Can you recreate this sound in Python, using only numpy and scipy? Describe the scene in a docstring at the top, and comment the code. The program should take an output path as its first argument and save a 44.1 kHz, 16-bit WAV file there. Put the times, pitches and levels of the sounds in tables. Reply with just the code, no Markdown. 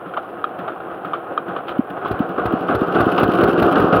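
"""A single-cylinder diesel engine, started by hand in the open air, close to one microphone.
Under the crank the gears churn and ring the casing, the handle clinks and the valve gear clacks.
Compression comes in with a scrape; the engine gulps air, fires at about 2 s and gathers speed.
From then on each cycle is a clattering knock that sets a loose panel humming, an exhaust chuff
through the silencer and a hollow intake gulp, with valves tapping and loose metal chattering."""
import sys
import numpy as np
from scipy import signal
from scipy.fft import rfft, irfft
from scipy.io import wavfile
from scipy.ndimage import map_coordinates

SR = 44100
rng = np.random.default_rng(int(sys.argv[2]) if len(sys.argv) > 2 else 0)


def persist_wave(psi):
    """Save psi, clipped to +-1, as 16-bit WAV."""
    counts = np.round(np.clip(psi, -1, 1) * 32767).astype(np.int16)
    wavfile.write(sys.argv[1], SR, np.atleast_2d(counts).T)


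N = 176400  # 4 s


def amp(db):
    """Decibels to gain."""
    return 10 ** (np.asarray(db) / 20)


def unit(x):
    """Scale to rms 1."""
    return x / np.sqrt(np.mean(x ** 2) + 1e-20)


def curve(rows):
    """One value per sample from (time [s], value) rows."""
    return np.interp(np.arange(N) / SR, *np.transpose(rows))


def wobble(rate):
    """A smooth random curve, rate knots a second."""
    knots = rng.standard_normal(int(N * rate / SR) + 4)
    return map_coordinates(knots, [np.arange(N) * rate / SR])


def coloured(x, spectrum):
    """x shaped by (frequency [Hz], level [dB]) points, at rms 1."""
    points_hz, db = np.transpose(spectrum)
    hz = np.fft.rfftfreq(2 * N, 1 / SR)
    gain = amp(np.interp(np.log(hz + 1), np.log(points_hz), db))
    return unit(irfft(rfft(x, 2 * N) * gain)[:N])


def noise(spectrum):
    """Coloured noise of rms 1."""
    return coloured(rng.standard_normal(N), spectrum)


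def impacts(rate, bed):
    """Random small contacts, rate a second, on noise that is bed times as strong; rms 1."""
    contacts = (rng.random(N) < rate / SR) * rng.uniform(-1.15, 1, N)
    return unit(unit(contacts) + bed * rng.standard_normal(N))


def burst(start, attack, hold, t60):
    """Envelope that rises at start and dies away from start + hold; all in seconds."""
    t = np.arange(N) / SR - start
    return np.clip(t / attack, 0, 1) * amp(-60 * np.clip((t - hold) / t60, 0, 2))


def ring(modes):
    """Half a second of a struck body: each mode is a decaying sine."""
    t = np.arange(SR // 2) / SR
    return sum(amp(db - 60 * t / t60) * np.sin(2 * np.pi * hz * t) for hz, db, t60 in modes)


def soft_ring(modes, rise_s):
    """A struck body whose ringing takes a moment to build."""
    t = np.arange(SR // 2) / SR
    return ring(modes) * (1 - np.exp(-t / rise_s))


def pop(hz, peak_s, rise=0.1, rise_s=0.019):
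    """A slug of air rings a pipe for a few cycles, its pitch climbing by the share rise."""
    t = np.arange(SR // 10) / SR
    pitch = hz * (1 + rise * np.minimum(t / rise_s, 1))
    envelope = (t / peak_s * np.exp(1 - t / peak_s)) ** 3
    return envelope * np.sin(2 * np.pi * np.cumsum(pitch) / SR)


def add(track, start, sound):
    """Mix a sound in at start seconds."""
    part = track[max(round(start * SR), 0):][:len(sound)]
    part += sound[:len(part)]


# modes of the casing and tank (frequency [Hz], level [dB], t60 [s])
CASING_MODES = [(187.4, -11, 0.13), (303.5, -1, 0.17), (343, -2.5, 0.38), (400.6, 2, 0.089),
                (487.3, 1.5, 0.11), (538.7, -3.5, 0.29), (603, -3.5, 0.15), (706.3, 0, .15),
                (751, -2.5, 0.12), (1099, -8, 0.13), (1260.6, -2.5, 0.28), (1398, -16, 0.3)]

def casing(rate):
    """The casing rung by small contacts, rate a second, at rms 1."""
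    rung = signal.fftconvolve(impacts(rate, bed=1), ring(CASING_MODES))[:N]
    return coloured(rung, [(40, -36.5), (110, -7.5), (170, -1.5), (1500, 0), (2200, -19.5), (6000, -37)])


# the churn of the gears at the microphone (time [s], level [dB])
GEAR_LEVEL = [(0, -32.5), (.2, -32), (.35, -30.5), (.53, -31), (.66, -27.5), (.78, -32.5), (.88, -28.5),
              (1.0, -31), (1.12, -28), (1.25, -31.5), (1.33, -26.5), (1.44, -32), (1.53, -24.5),
              (1.63, -32), (1.75, -28), (1.84, -30.5), (1.95, -29), (2.15, -24), (2.3, -27.5), (2.45, -23),
              (2.62, -25.5), (2.8, -23), (3.1, -20.5), (3.5, -18.5), (3.7, -17.5), (4.0, -17.5)]
# the churn eases as the piston slows on compression (time after the chuff [cycles], level [dB])
COMPRESSION_SAG = [(0, 0.5), (.14, 1.5), (.22, 2), (.36, 3), (.46, -0.5), (.56, 1), (.73, 0.5), (.8, -2),
                   (1, 1)]
# the gears turned by hand, and under power (frequency [Hz], level [dB])
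CRANKING_SPECTRUM = [(24, -63), (45, -43.5), (80, -19), (125, -14), (181, -9.5), (270, -11), (310, -14.5),
                     (341, 5.5), (375, -3.5), (469, -0.5), (559, -5.5), (611, -0.5), (763, 2), (930, -11),
                     (1060, -4), (1330, -6.5), (1450, -6), (1750, -18), (2100, -26), (2760, -24.5),
                     (3400, -32), (4700, -54.5), (8000, -75.5), (12000, -110)]
RUNNING_SPECTRUM = [(24, -61), (45, -43.5), (101, -16.5), (135, -16), (185, -1.5), (225, -10.5), (307, -4),
                    (341, 1.5), (370, -1), (405, 2), (572, -5.5), (730, -8), (932, -13), (1240, -4.5),
                    (1480, -7.5), (1810, -27.5), (2210, -36.5), (2420, -30.5), (2820, -26.5), (4020, -42.5),
                    (5600, -56.5), (8000, -77.5), (12000, -110)]

def gears():
    """Dense tooth contacts ring the casing; the sound fills out as the engine takes over."""
    chuff_times = np.transpose(EXHAUST_CHUFFS)[0]
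    cycle = np.interp(np.arange(N) / SR, chuff_times, np.arange(len(chuff_times))) % 1
    sag_db = np.interp(cycle, *np.transpose(COMPRESSION_SAG))
    level = amp(curve(GEAR_LEVEL) + sag_db + 0.93 * wobble(rate=45))
    takeover = curve([(1.9, 0), (3.2, 0.95)])
    cranking = amp(-2) * coloured(impacts(rate=900, bed=1), CRANKING_SPECTRUM)
    running = amp(-0.5) * coloured(impacts(rate=2000, bed=0.87), RUNNING_SPECTRUM)
    ringing = amp(-6 + 2.63 * takeover) * casing(rate=700)
    return level * (np.sqrt(1 - takeover) * cranking + np.sqrt(takeover) * running + ringing)


# the background of the place, high and low (frequency [Hz], level [dB])
HISS_SPECTRUM = [(4000, -39), (7500, -12), (9500, 3), (15500, 2)]
RUMBLE_SPECTRUM = [(25, -15), (55, -10.5), (88, 1.5), (125, -16.5), (400, -49.5)]

def background():
    """A faint steady hiss and a low rumble lie under the engine."""
    return amp(-65) * noise(HISS_SPECTRUM) + amp(-62) * noise(RUMBLE_SPECTRUM)


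# the valve gear rattles under the crank (time [s], level [dB], t60 [s])
VALVE_RATTLES = [(0.056, -34, 0.29), (0.136, -22.5, 0.059), (0.173, -21.5, 0.094), (0.438, -24.5, 0.097),
                 (0.587, -23.5, 0.11), (0.676, -23, 0.15), (0.717, -37, 0.093), (0.8, -29, 0.063),
                 (0.911, -30, .06), (1.046, -28, 0.18), (1.135, -23, 0.19), (1.377, -27.5, 0.089),
                 (1.478, -25.5, .12), (1.56, -24, 0.17), (1.903, -24.5, 0.027)]
# colour of a rattle (frequency [Hz], level [dB])
RATTLE_SPECTRUM = [(60, -54.5), (180, -12.5), (400, 4), (750, 8), (950, -16.5), (1300, 15.5), (2000, -13.5),
                   (3200, -9.5), (4500, -34), (7000, -62), (10000, -47), (15500, -46)]
# the valves close under the crank (time [s], level [dB])
VALVE_THUDS = [(0.059, -26.5), (0.586, -23.5), (1.05, -26.5), (1.481, -23.5), (1.9, -24)]
# modes of a valve's thud (frequency [Hz], level [dB], t60 [s])
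THUD_MODES = [(183, -2.5, 0.18), (285, 3, 0.066), (354, -11.5, 0.1)]

def cranked_valves():
    """Turned by hand, the valve gear rattles and the valves close with light knocks."""
    thuds = np.zeros(N)
    thud = soft_ring(THUD_MODES, rise_s=0.003)
    for start, db in VALVE_THUDS:
        add(thuds, start, amp(db) * thud)
    rattles = sum(amp(db) * burst(start, 0.0046, 0.0027, t60) for start, db, t60 in VALVE_RATTLES)
    return thuds + rattles * noise(RATTLE_SPECTRUM)


# the handle strikes its socket (time [s], level [dB], pitch [ratio to the free handle])
HANDLE_CLINKS = [(0.1666, -16, 0.85), (0.1718, -9, .93), (0.1767, -12.5, 0.62), (.1805, -14.5, 0.52),
                 (.441, -6, 0.98), (.68, -17.5, 0.96), (.686, -16, 0.57), (1.133, -11.5, 0.94),
                 (1.137, -13, 0.89), (1.319, -19, 0.41), (1.3765, -4.5, 0.96), (1.564, -13, 0.93),
                 (2.049, -15, 1), (2.058, -13.5, 0.85)]
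# modes of the free handle (frequency [Hz], level [dB], t60 [s])
HANDLE_MODES = [(1300, 1, .021), (1258, -16, .075), (1420, -12, .012), (760, -19, .025), (2536, -29, .045),
                (3300, -20, .022), (3900, -29, .025)]
# the click of metal on metal (frequency [Hz], level [dB])
CONTACT_SPECTRUM = [(1000, -21.5), (3200, -0.5), (4200, -8.5), (5600, -22.5), (7000, -50)]

def crank_handle():
    """The handle clinks in its socket: a short ring and a click, stronger on the higher clinks."""
    rings, clicks = np.zeros(N), np.zeros(N)
    t = np.arange(SR // 2) / SR
    onset = 1 - np.exp(-(t / 0.0013) ** 2)
    for start, db, pitch in HANDLE_CLINKS:
        modes = np.array(HANDLE_MODES) * [pitch, 1, 1]
        add(rings, start, amp(db + 2.5) * ring(modes) * onset)
        clicks += amp(db - 35) * pitch ** 4 * burst(start, 0.001, 0.0017, 0.016)
    return rings + clicks * noise(CONTACT_SPECTRUM)


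# sharp ticks of loose metal (time [s], level [dB])
METAL_TICKS = [(.583, -42.5), (1.046, -42), (1.478, -44), (1.684, -46), (1.777, -43.5), (1.897, -40.5),
               (2.076, -38), (3.161, -38.5), (3.192, -27), (3.405, -33), (3.595, -32), (3.755, -39.5)]
# colours of a tick and of the chatter (frequency [Hz], level [dB])
TICK_SPECTRUM = [(500, -8), (1300, 18), (2100, 5), (3000, 18.5), (5000, -11), (7500, -25.5), (10000, -10.5),
                 (13500, -6), (15300, 1.5)]
CHATTER_SPECTRUM = [(300, -27.5), (1300, 6.5), (2100, -4.5), (2800, 2.5), (4000, -13), (5500, -22),
                    (7500, -36), (10000, -20), (15500, -27)]

def loose_metal(hits_per_s=70):
    """Loose parts tick now and then, and their chatter comes up once the engine runs."""
    ticks = sum(amp(db) * burst(start, 0.0067, 0.0087, 0.029) for start, db in METAL_TICKS)
    hits = (rng.random(N) < hits_per_s / SR) * amp(1.83 * rng.standard_normal(N))
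    hit_envelope = burst(0, 0.0012, 0.0015, 0.044)[:SR // 10]
    chatter = unit(signal.fftconvolve(hits, hit_envelope)[:N])
    level = amp(curve([(1.9, -61), (2.8, -48), (3.2, -37.5), (4, -39.5)]))
    return ticks * noise(TICK_SPECTRUM) + level * chatter * noise(CHATTER_SPECTRUM)


# two scrapes at the microphone (time [s], level [dB])
SCRAPE_LEVEL = [(1.655, -62), (1.685, -26), (1.71, -31.5), (1.75, -56.5), (1.8, -70.5), (2.02, -78),
                (2.065, -33), (2.085, -36.5), (2.12, -74)]
# colour of sliding metal (frequency [Hz], level [dB])
SCRAPE_SPECTRUM = [(100, -1), (800, 1), (1300, 13.5), (2000, -7), (3200, 0), (4200, -15.5), (5500, -34),
                   (7500, -46), (10000, -35), (15500, -32)]

def scrapes():
    """Metal scrapes as compression is let in, and again as the handle comes off."""
    return amp(curve(SCRAPE_LEVEL)) * coloured(impacts(rate=1500, bed=0.27), SCRAPE_SPECTRUM)


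# gulps at the air cleaner (time [s], level [dB], starting pitch [Hz], time to the peak [s])
INTAKE_GULPS = [(1.789, -3.5, 247, 0.0051), (2.2017, -4.5, 245, 0.0037), (2.5347, -5, 250, 0.0042),
                (2.8168, -6, 257, .0024), (3.0667, -1, 277.6, 0.0019), (3.2871, -4, 258, 0.0026),
                (3.4857, -5, 287, 0.003), (3.671, -6, 287, 0.0037), (3.8428, -2, 268, 0.0018)]

def intake():
    """One hollow gulp through the air cleaner per cycle."""
    gulps = np.zeros(N)
    for start, db, hz, peak_s in INTAKE_GULPS:
        add(gulps, start, amp(db) * pop(hz, peak_s))
    return gulps


# the cylinder fires (time [s], clatter level [dB], hold [s], crack level [dB], panel level [dB])
CYLINDER_FIRINGS = [(2.043, -24.5, 0.012, -40.5, -44), (2.376, -17.5, 0.023, -38, -21),
                    (2.68, -16, 0.058, -29, -30), (2.944, -14, 0.062, -22.5, -28),
                    (3.176, -14, 0.041, -15, -32), (3.381, -14.5, 0.045, -26.5, -6.5),
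                    (3.574, -16.5, 0.028, -22.5, -8), (3.752, -13.5, 0.031, -17.5, -22),
                    (3.923, -10.5, .022, -20, -19.5)]
# colours of the clatter and of the crack (frequency [Hz], level [dB])
CLATTER_SPECTRUM = [(60, -11), (170, -1), (330, 6.5), (560, 2), (760, 1.5), (950, -9.5), (1200, 2.5),
                    (1500, 0), (1750, -18), (2150, -23), (2700, -18.5), (3900, -32.5), (5000, -60.5),
                    (7000, -64.5), (10000, -46.5), (15500, -58)]
CRACK_SPECTRUM = [(200, -23), (800, -1), (1300, 5.5), (2100, -15.5), (2800, -4.5), (4000, -20), (5500, -32),
                  (7500, -50), (15500, -49.5)]

def knocks():
    """Each firing cracks and shakes the casing and loose metal into a burst of clatter."""
    shake, cracks = np.zeros(N), np.zeros(N)
    for start, clatter_db, hold, crack_db, _ in CYLINDER_FIRINGS:
        shake += amp(clatter_db) * burst(start, 0.0062, hold, 0.15)
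        cracks += amp(crack_db) * burst(start + 0.0016, 0.0035, 0.003, 0.066)
    clatter = amp(-1.5) * coloured(impacts(rate=2000, bed=0.75), CLATTER_SPECTRUM)
    ringing = amp(-7) * casing(rate=1600)
    return shake * (clatter + ringing) + cracks * noise(CRACK_SPECTRUM)


# modes of a loose panel (frequency [Hz], level [dB], t60 [s])
PANEL_MODES = [(342.6, -1.5, .5), (405, -13.5, 0.37), (603, -26, .4)]

def panel():
    """Every firing sets a loose panel humming."""
    hums = np.zeros(N)
    hum = soft_ring(PANEL_MODES, rise_s=0.0086)
    for start, *_, panel_db in CYLINDER_FIRINGS:
        add(hums, start + rng.uniform(0, 0.0021), amp(panel_db) * hum)
    return hums


# the exhaust valve opens; gears and valves count their cycle from here (time [s], level [dB])
EXHAUST_CHUFFS = [(2.11, -10), (2.454, -8.5), (2.747, -7), (3.002, -5), (3.23, -3), (3.432, -2.5),
                  (3.621, -2), (3.796, -6.5), (3.959, -8.5)]
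# modes of the silencer (frequency [Hz], level [dB], t60 [s])
SILENCER_MODES = [(69.4, -1.5, 0.3), (105.5, 3, 0.36), (175, -11.5, 0.12)]
# gas escaping into the open air (frequency [Hz], level [dB])
GAS_SPECTRUM = [(100, -25), (400, 8), (1400, 7), (2100, -7.5), (2900, -9), (4100, -14), (5200, -27),
                (7500, -42), (10000, -26), (15500, -25.5)]

def exhaust(blowdown_s=0.031):
    """A pop, a short hiss of gas and the low boom of the silencer while the valve is open."""
    chuffs, gas = np.zeros(N), np.zeros(N)
    boom = ring(SILENCER_MODES) * burst(0, 0.0012, blowdown_s, 0.013)[:SR // 2]
    for start, db in EXHAUST_CHUFFS:
        add(chuffs, start, -amp(db) * pop(hz=277, peak_s=0.0016))
        add(chuffs, start, amp(-24 + 0.2 * db) * boom)
        gas += amp(db - 15) * burst(start, 0.004, 0.0096, 0.04)
    return chuffs + gas * noise(GAS_SPECTRUM)


# valve taps in each cycle (time after the chuff [cycles], tick level [dB], thud level [dB])
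VALVE_TAPS = [(.235, -7, -10.5), (.522, -9, -4.5), (0.786, -30, -7)]

def running_valves(tick_db_per_chuff_db=0.32):
    """The valves tick and seat at set angles of each cycle, louder after a strong chuff."""
    chuff_times = np.transpose(EXHAUST_CHUFFS)[0]
    ticks, thuds = np.zeros(N), np.zeros(N)
    thud = soft_ring(THUD_MODES, rise_s=0.0021)
    for (start, chuff_db), cycle_s in zip(EXHAUST_CHUFFS, np.diff(chuff_times)):
        for share, tick_db, thud_db in VALVE_TAPS:
            at = start + share * cycle_s
            tick_gain = amp(tick_db_per_chuff_db * chuff_db + tick_db - 26.5)
            ticks += tick_gain * burst(at, 0.002, 0.003, 0.035)
            add(thuds, at + 0.0024, amp(chuff_db + thud_db - 6.5) * thud)
    return ticks * noise(TICK_SPECTRUM) + thuds


def scene():
    """The whole engine from close by, outdoors: one channel, direct sound only."""
    machinery = gears() + background() + cranked_valves() + crank_handle() + loose_metal() + scrapes()
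    cycles = intake() + knocks() + panel() + exhaust() + running_valves()
    return (machinery + cycles)[None]


def record(dry, low_cut_hz=51, ceiling=0.95, top_hz=15850):
    """Behind the microphone, the recorder cuts deep bass, rounds the peaks and limits the band."""
    low_cut = signal.butter(4, low_cut_hz, "high", fs=SR, output="sos")
    trimmed = signal.sosfilt(low_cut, dry)
    rounded = trimmed / (1 + np.abs(trimmed / ceiling) ** 8) ** (1 / 8)
    in_band = np.fft.rfftfreq(2 * N, 1 / SR) < top_hz
    return irfft(rfft(rounded, 2 * N) * in_band)[:, :N]


dry = scene()
out = record(dry)
persist_wave(out)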